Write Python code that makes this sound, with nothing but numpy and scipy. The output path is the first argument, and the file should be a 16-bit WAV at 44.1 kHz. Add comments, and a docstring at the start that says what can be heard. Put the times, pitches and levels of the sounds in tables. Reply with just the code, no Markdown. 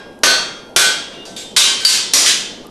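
"""First the last ringing of an earlier sledge blow dies away over a low forge fire and mains hum.
Two sledge blows on hot iron follow, then taps and clangs of a steel tool on the anvil face, in a hard-walled
workshop heard by a mono microphone. Each contact is shaped noise plus ringing sine waves with a noise room tail.
Fire and ticks are noise; the hum and a faint passing whine are sine waves."""
import sys
import numpy as np
from scipy import signal
from scipy.fft import rfft, irfft, next_fast_len
from scipy.io import wavfile
from scipy.ndimage import uniform_filter1d, map_coordinates

SR = 44100
rng = np.random.default_rng(int(sys.argv[2]) if len(sys.argv) > 2 else 0)


def gain_from_db(level_db):
    """Convert decibel levels to linear amplitude factors (20 dB per decade)."""
    decades = np.asarray(level_db, float) / 20
    return 10 ** decades


def transcribe(signal):
    """Save signal, clipped to [-1, 1], as a 16-bit WAV file at the path in sys.argv[1]."""
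    frames = np.atleast_2d(signal).T
    limited = np.clip(frames, -1, 1)
    pcm = np.round(limited * 32767).astype(np.int16)
    wavfile.write(sys.argv[1], SR, pcm)


N = 119070  # length [samples]
LEAD = SR // 2  # room for a blow before the start [samples]


def unit(x):
    """Scales a sound to an rms level of 1."""
    return x / np.sqrt(np.mean(x ** 2) + 1e-20)


def along(points, hz):
    """Reads a curve of (frequency [Hz], value) points on a log frequency axis."""
    f, v = np.transpose(points)
    return np.interp(np.log(hz + 1), np.log(f + 1), v)


def filtered(x, gain):
    """Multiplies the spectrum of x by a gain that depends on frequency."""
    m = next_fast_len(len(x) + 8192)
    return irfft(rfft(x, m) * gain(np.fft.rfftfreq(m, 1 / SR)), m)[:len(x)]


def dying_noise(t60s, size):
    """Noise in which every frequency dies at its own speed; energy 1."""
    hz, t, z = signal.stft(rng.standard_normal(size), SR, nperseg=256)
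    t60 = np.clip(along(t60s, hz), .02, 3)[:, None]
    tail = signal.istft(z * gain_from_db(-60 * t / t60), SR, nperseg=256)[1][:size]
    return tail / np.linalg.norm(tail)


def small_modes(count):
    """Many short, weak rings at random pitches, as sine waves that die away; one row each."""
    t = np.arange(SR // 2) / SR
    hz = rng.uniform(1800, 12500, count)[:, None]
    return np.sin(2 * np.pi * hz * t) * gain_from_db(-60 * t / rng.uniform(0.1, 0.37, (count, 1)))


def strong_modes(modes, place, waver_rad):
    """The clear pitches of the metal: wavering sine waves that swell as the room fills, then die."""
    waver_hz, waver_db = 18, 4.5  # random points per second; level change per radian of waver
    t = np.arange(SR) / SR
    hz, level_db, t60, swell, place_db = np.transpose(modes)[..., None]
    knots = np.meshgrid(np.arange(len(modes)), t * waver_hz, indexing="ij")
    waver = waver_rad * map_coordinates(rng.standard_normal((len(modes), 40)), knots, order=1)
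    wave = np.sin(2 * np.pi * hz * t + waver)
    wave *= gain_from_db(waver_db * waver[::-1])  # each level follows the waver of another mode
    return wave * gain_from_db(level_db + place * place_db - 60 * t / t60) * (1 - np.exp(-t / swell)) ** 2


# How fast the clatter dies: (frequency [Hz], time to fall 60 dB [s])
CLATTER_DECAY = [(300, 0.34), (2000, 0.19), (6000, 0.27), (13000, 0.28)]
# Colour of the thud: (frequency [Hz], relative gain [dB])
THUD_GAIN = [(20, -37), (60, -30), (150, -10.5), (350, 4), (700, 3), (1300, 2), (2500, -24)]
# How fast the echo of the hard walls dies: (frequency [Hz], time to fall 60 dB [s])
WALL_DECAY = [(200, 0.42), (1000, 0.73), (4000, 0.62), (8000, 0.46), (13000, 0.21)]


def strikes(rows, modes, colour, ring_db, crack_db, crack_s, small_db, scatter_db, wet_db, waver_rad, count):
    """Each contact: a crack, clatter, a thud and small modes in a fresh room tail, a low thump, strong modes."""
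    band_octaves = 0.11  # spread of the loudest band
    small_scatter_db = 2.5
    # low thump under each hit: level relative to the thud [dB], time constant [s]
    thump_db, thump_s = -24, 0.016
    out, t = np.zeros(LEAD + N + 3 * SR), np.arange(SR) / SR
    mode_hz = np.transpose(modes)[0]
    small = small_modes(count)
    for s, db, tilt_db, own_ring_db, thud_db, rise, place, band_hz, lift_db in rows:
        def band(f):
            octaves = np.log2((f + 1) / band_hz)
            return gain_from_db(lift_db * np.exp(-.5 * (octaves / band_octaves) ** 2))

        def tilt(f):
            return gain_from_db(tilt_db * np.log2(np.clip(f, 500, SR) / 4000)) * band(f)

        def body_gain(f):
            return gain_from_db(along(colour, f)) * tilt(f) + gain_from_db(thud_db + along(THUD_GAIN, f))

        body = dying_noise(CLATTER_DECAY, size=SR) * np.sqrt(SR / 20)
        # the crack is lifted by the band here and again in body_gain
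        body += gain_from_db(crack_db - 60 * t / crack_s) * filtered(rng.standard_normal(SR), band)
        small_level = gain_from_db(small_db + small_scatter_db * rng.standard_normal(count))
        body[:SR // 2] += small_level @ small / np.sqrt(count)
        direct = filtered(body, body_gain) * (1 - np.exp(-t / abs(rise)))

        echo = signal.fftconvolve(direct, dying_noise(WALL_DECAY, size=SR))
        echo = np.pad(echo, (150, 0))[:2 * SR]  # the echo starts 150 samples later
        hit = np.pad(direct, (0, SR)) + gain_from_db(wet_db) * echo
        hit[:SR] += gain_from_db(thump_db + thud_db) * (t / thump_s) * (2 - t / thump_s) * np.exp(-t / thump_s)

        strong = strong_modes(modes, place, waver_rad)
        mode_gain = gain_from_db(ring_db + own_ring_db + rng.normal(0, 1, len(modes)) * scatter_db)
        hit[:SR] += mode_gain * tilt(mode_hz) @ strong
        out[LEAD + round(s * SR):][:2 * SR] += gain_from_db(db) * hit
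    return out[LEAD:LEAD + N]


# Sledge blows on hot iron: (time [s], relative level [dB], tilt [dB per octave], relative ring level [dB],
# relative thud level [dB], place [-1 heel to 1 horn, or beyond], loudest band [Hz], its lift [dB])
SLEDGE_BLOWS = [(.234, -6, 2, 6.5, -1, 0.67, 5880, 4.5), (.762, -2.5, 3.5, 0, -6, -0.94, 3170, 4)]
# One blow before the start, with the same columns
BLOW_BEFORE_START = (-0.405, -1, -0.5, 0.5, -10, -2.5, 5297, 2.5)
# Anvil pitches: (frequency [Hz], relative level [dB], time to fall 60 dB [s], swell time constant [s],
# gain toward the horn [dB])
ANVIL_MODES = [(1400, -29, 1.56, .05, 3), (1514, 24, .27, 0.14, -2.5), (1619, -14, 0.72, 0.024, -5),
               (2480, -14, 0.52, 0.04, -4.5), (2640, -16, 0.55, .03, -2), (3224, -15, 0.56, 0.027, -3),
               (3274, -6.5, .7, 0.065, 0), (3577, -7, .55, 0.06, 1), (3895, -13, 0.42, 0.033, -10),
               (4150, 8, 0.33, 0.075, 0), (4480, -7, 0.53, .04, 6), (4970, -20, 0.31, .03, 4),
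               (5220, -24.5, .7, .03, -3), (5630, -22, 0.44, 0.033, -8), (6235, -20, 0.56, .03, -2),
               (6590, -15, 0.43, 0.033, -2), (7700, -16, 0.47, .03, -4), (8650, -24, 0.6, 0.022, -2),
               (10600, -32, 0.52, 0.022, -3), (11400, -32, 0.33, .02, -4)]
# Colour of the blows' clatter: (frequency [Hz], relative gain [dB])
BLOW_GAIN = [(350, -11), (600, -4.5), (1370, 0.5), (1480, 10.5), (1810, 2.5), (4140, 4), (9550, -7),
             (12200, -14.5), (13000, -41)]


def sledge():
    """Heavy blows; the anvil sings through the thud."""
    rise_s = .001
    rows = [(*row[:5], rise_s, *row[5:]) for row in [BLOW_BEFORE_START, *SLEDGE_BLOWS]]
    return gain_from_db(-5) * strikes(rows, ANVIL_MODES, BLOW_GAIN, ring_db=3.5, crack_db=11, crack_s=0.048,
                             small_db=3, scatter_db=0.5, wet_db=-1, waver_rad=0.36, count=200)


# Colour of the fire: (frequency [Hz], relative gain [dB])
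FIRE_GAIN = [(15, -9), (35, -16), (75, -19), (130, -10.5), (190, -2), (480, -2.5), (800, -11),
             (1100, -16.5), (2000, -42), (3000, -32), (4600, -39), (11400, -38.5), (13000, -47)]


def forge_fire():
    """A low roar: noise whose level flutters separately across pitch and time."""
    z = signal.stft(rng.standard_normal(N + 512), nperseg=512)[2]
    field = uniform_filter1d(rng.standard_normal(z.shape), 4, 0)  # smooth across pitch
    field = uniform_filter1d(field, 8, 1)  # smooth across time
    flutter = gain_from_db(1.8 * unit(field))
    noise = signal.istft(z * flutter, nperseg=512)[1][:N]
    return gain_from_db(-37.5) * unit(filtered(noise, lambda f: gain_from_db(along(FIRE_GAIN, f))))


# Mains hum: (frequency [Hz], level [dB rms])
HUM_TONES = [(50, -59), (100, -61)]


def mains_hum():
    """Steady sine waves at the mains pitch and its octave."""
    t = np.arange(N) / SR
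    return np.sqrt(2) * sum(gain_from_db(db) * np.sin(2 * np.pi * hz * t) for hz, db in HUM_TONES)


# Faint ticks: (time [s], relative level [dB])
TICKS = [(.19, -38), (.695, -44), (1.515, -42), (2.668, -31.5)]


def ticks():
    """Faint ticks: short dying bursts of thin noise, with the low end taken away."""
    bursts, t = np.zeros(N + SR), np.arange(800) / SR
    for s, db in TICKS:
        bursts[round(s * SR):][:len(t)] += gain_from_db(db - 60 * t / 0.014) * rng.standard_normal(len(t))
    return filtered(bursts[:N], lambda f: f ** 2 / (f ** 2 + 3500 ** 2))


# A faint tone: (frequency [Hz], level [dB rms], start [s], end [s], octave above relative to it [dB])
WHINE_TONE = (677, -47, 1.05, 1.42, -8)


def passing_whine():
    """A sine wave and its octave that fade in and out over 0.04 s."""
    t = np.arange(N) / SR
    hz, db, start, end, octave_db = WHINE_TONE
    gate = np.clip(np.minimum(t - start, end - t) / .04, 0, 1)
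    wave = np.sin(2 * np.pi * hz * t) + gain_from_db(octave_db) * np.sin(4 * np.pi * hz * t)
    return np.sqrt(2) * gain_from_db(db) * gate * wave


# Steel on steel: (time [s], relative level [dB], tilt [dB per octave], relative ring level [dB],
# relative thud level [dB], rise time constant [s], place [-1 edge to 1 middle, or beyond],
# loudest band [Hz], its lift [dB])
TOOL_CLANGS = [(1.114, -38.5, -9, 4, -25.5, 0.0075, 0.95, 2850, 8.5),
               (1.252, -34.5, -2, 0, -32, 0.0024, -.3, 5700, 2.5),
               (1.363, -28, -0.5, 1, -28, 0.0024, 0.11, 3600, 4),
               (1.563, 1, -1.5, -4, -16, 0.0084, 1.05, 6400, 1),
               (1.8, -25, -2.5, -3, -40, 0.0031, 0, 4000, 1),
               (1.849, -2.5, 1, -4, -17.5, 0.0037, -1.5, 4650, 2.5),
               (2.135, -3.5, 2.5, -22, -8, 0.0019, -.3, 5110, 3.5),
               (2.259, -8, -1, -5.5, -49, 0.0027, .2, 3130, 2.5),
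               (2.643, -62, -10.5, -31.5, 12, 0.0032, 0, 1213, 19.5)]
# Tool pitches: (frequency [Hz], relative level [dB], time to fall 60 dB [s], swell time constant [s],
# gain toward the middle [dB])
TOOL_MODES = [(1544, -12.5, 0.36, 0.019, -0.5), (2295, -16, 0.31, 0.029, 2.5), (2830, -13, .45, 0.036, 5),
              (3120, -14, 0.73, 0.058, -1), (3350, -18, 0.47, .03, 0), (3470, -21, 0.53, 0.033, -4),
              (3610, -10.5, .45, 0.035, 5), (3880, -13.5, 0.47, .02, 2), (3930, -11, 0.33, 0.014, 2.5),
              (4360, -15, 0.39, .02, -2), (4650, -8.5, 0.18, 0.0038, -5), (5000, -21, 0.28, .03, 4),
              (5700, -19, 0.34, 0.028, 7), (5980, -7, 0.32, 0.022, -2), (8050, -12, .4, 0.022, 0),
              (6570, -19.5, 0.27, 0.011, -7.5), (7470, -12, 0.31, .02, 1), (6500, -17, 0.29, .02, -7),
              (9600, -21.5, 0.54, 0.022, 3), (10300, -27, 0.33, 0.023, 0), (10700, -31, 0.5, 0.022, 8),
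              (11830, -22, .3, .02, 2)]
# Colour of the clangs' clatter: (frequency [Hz], relative gain [dB])
CLANG_GAIN = [(590, -34), (1000, -16), (1600, -3.5), (2100, -3), (3200, 3), (4500, 2.5), (5800, 2),
              (7000, 1), (10200, -5), (12300, -11.5), (13000, -25)]


def tool():
    """Bright clangs and light taps as steel rings against steel."""
    return gain_from_db(-5) * strikes(TOOL_CLANGS, TOOL_MODES, CLANG_GAIN, ring_db=8, crack_db=15.5, crack_s=0.029,
                             small_db=-1, scatter_db=3.5, wet_db=2.5, waver_rad=.9, count=200)


def scene():
    """Adds all the sources into one channel."""
    return (sledge() + forge_fire() + mains_hum() + ticks() + passing_whine() + tool())[None]


def top_cut(x):
    """Nothing passes above the cut-off."""
    return signal.sosfilt(signal.butter(12, 13670, fs=SR, output="sos"), x)


def record(dry):
    """A limiter grabs just after each onset, peaks round off, and treble above the band limit is cut."""
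    limit_db, grab_s, let_go_s = -8.5, 0.0092, 0.022
    top_hz = 12750
    grab, let_go = np.exp(-1 / (grab_s * SR)), np.exp(-1 / (let_go_s * SR))
    power = signal.lfilter([1 - grab], [1, -grab], dry[0] ** 2)
    cut_db = np.maximum(10 * np.log10(power + 1e-12) - limit_db, 0)
    slow_cut_db = signal.lfilter([1 - let_go], [1, -let_go], cut_db)
    held = dry[0] * gain_from_db(-np.maximum(1.17 * cut_db, slow_cut_db))
    soft = held / (1 + np.abs(held / .84) ** 4) ** (1 / 4)
    mix = filtered(soft, lambda f: 1 / (1 + (f / top_hz) ** 80))[None]
    return top_cut(mix)


dry = scene()
out = record(dry)
transcribe(out)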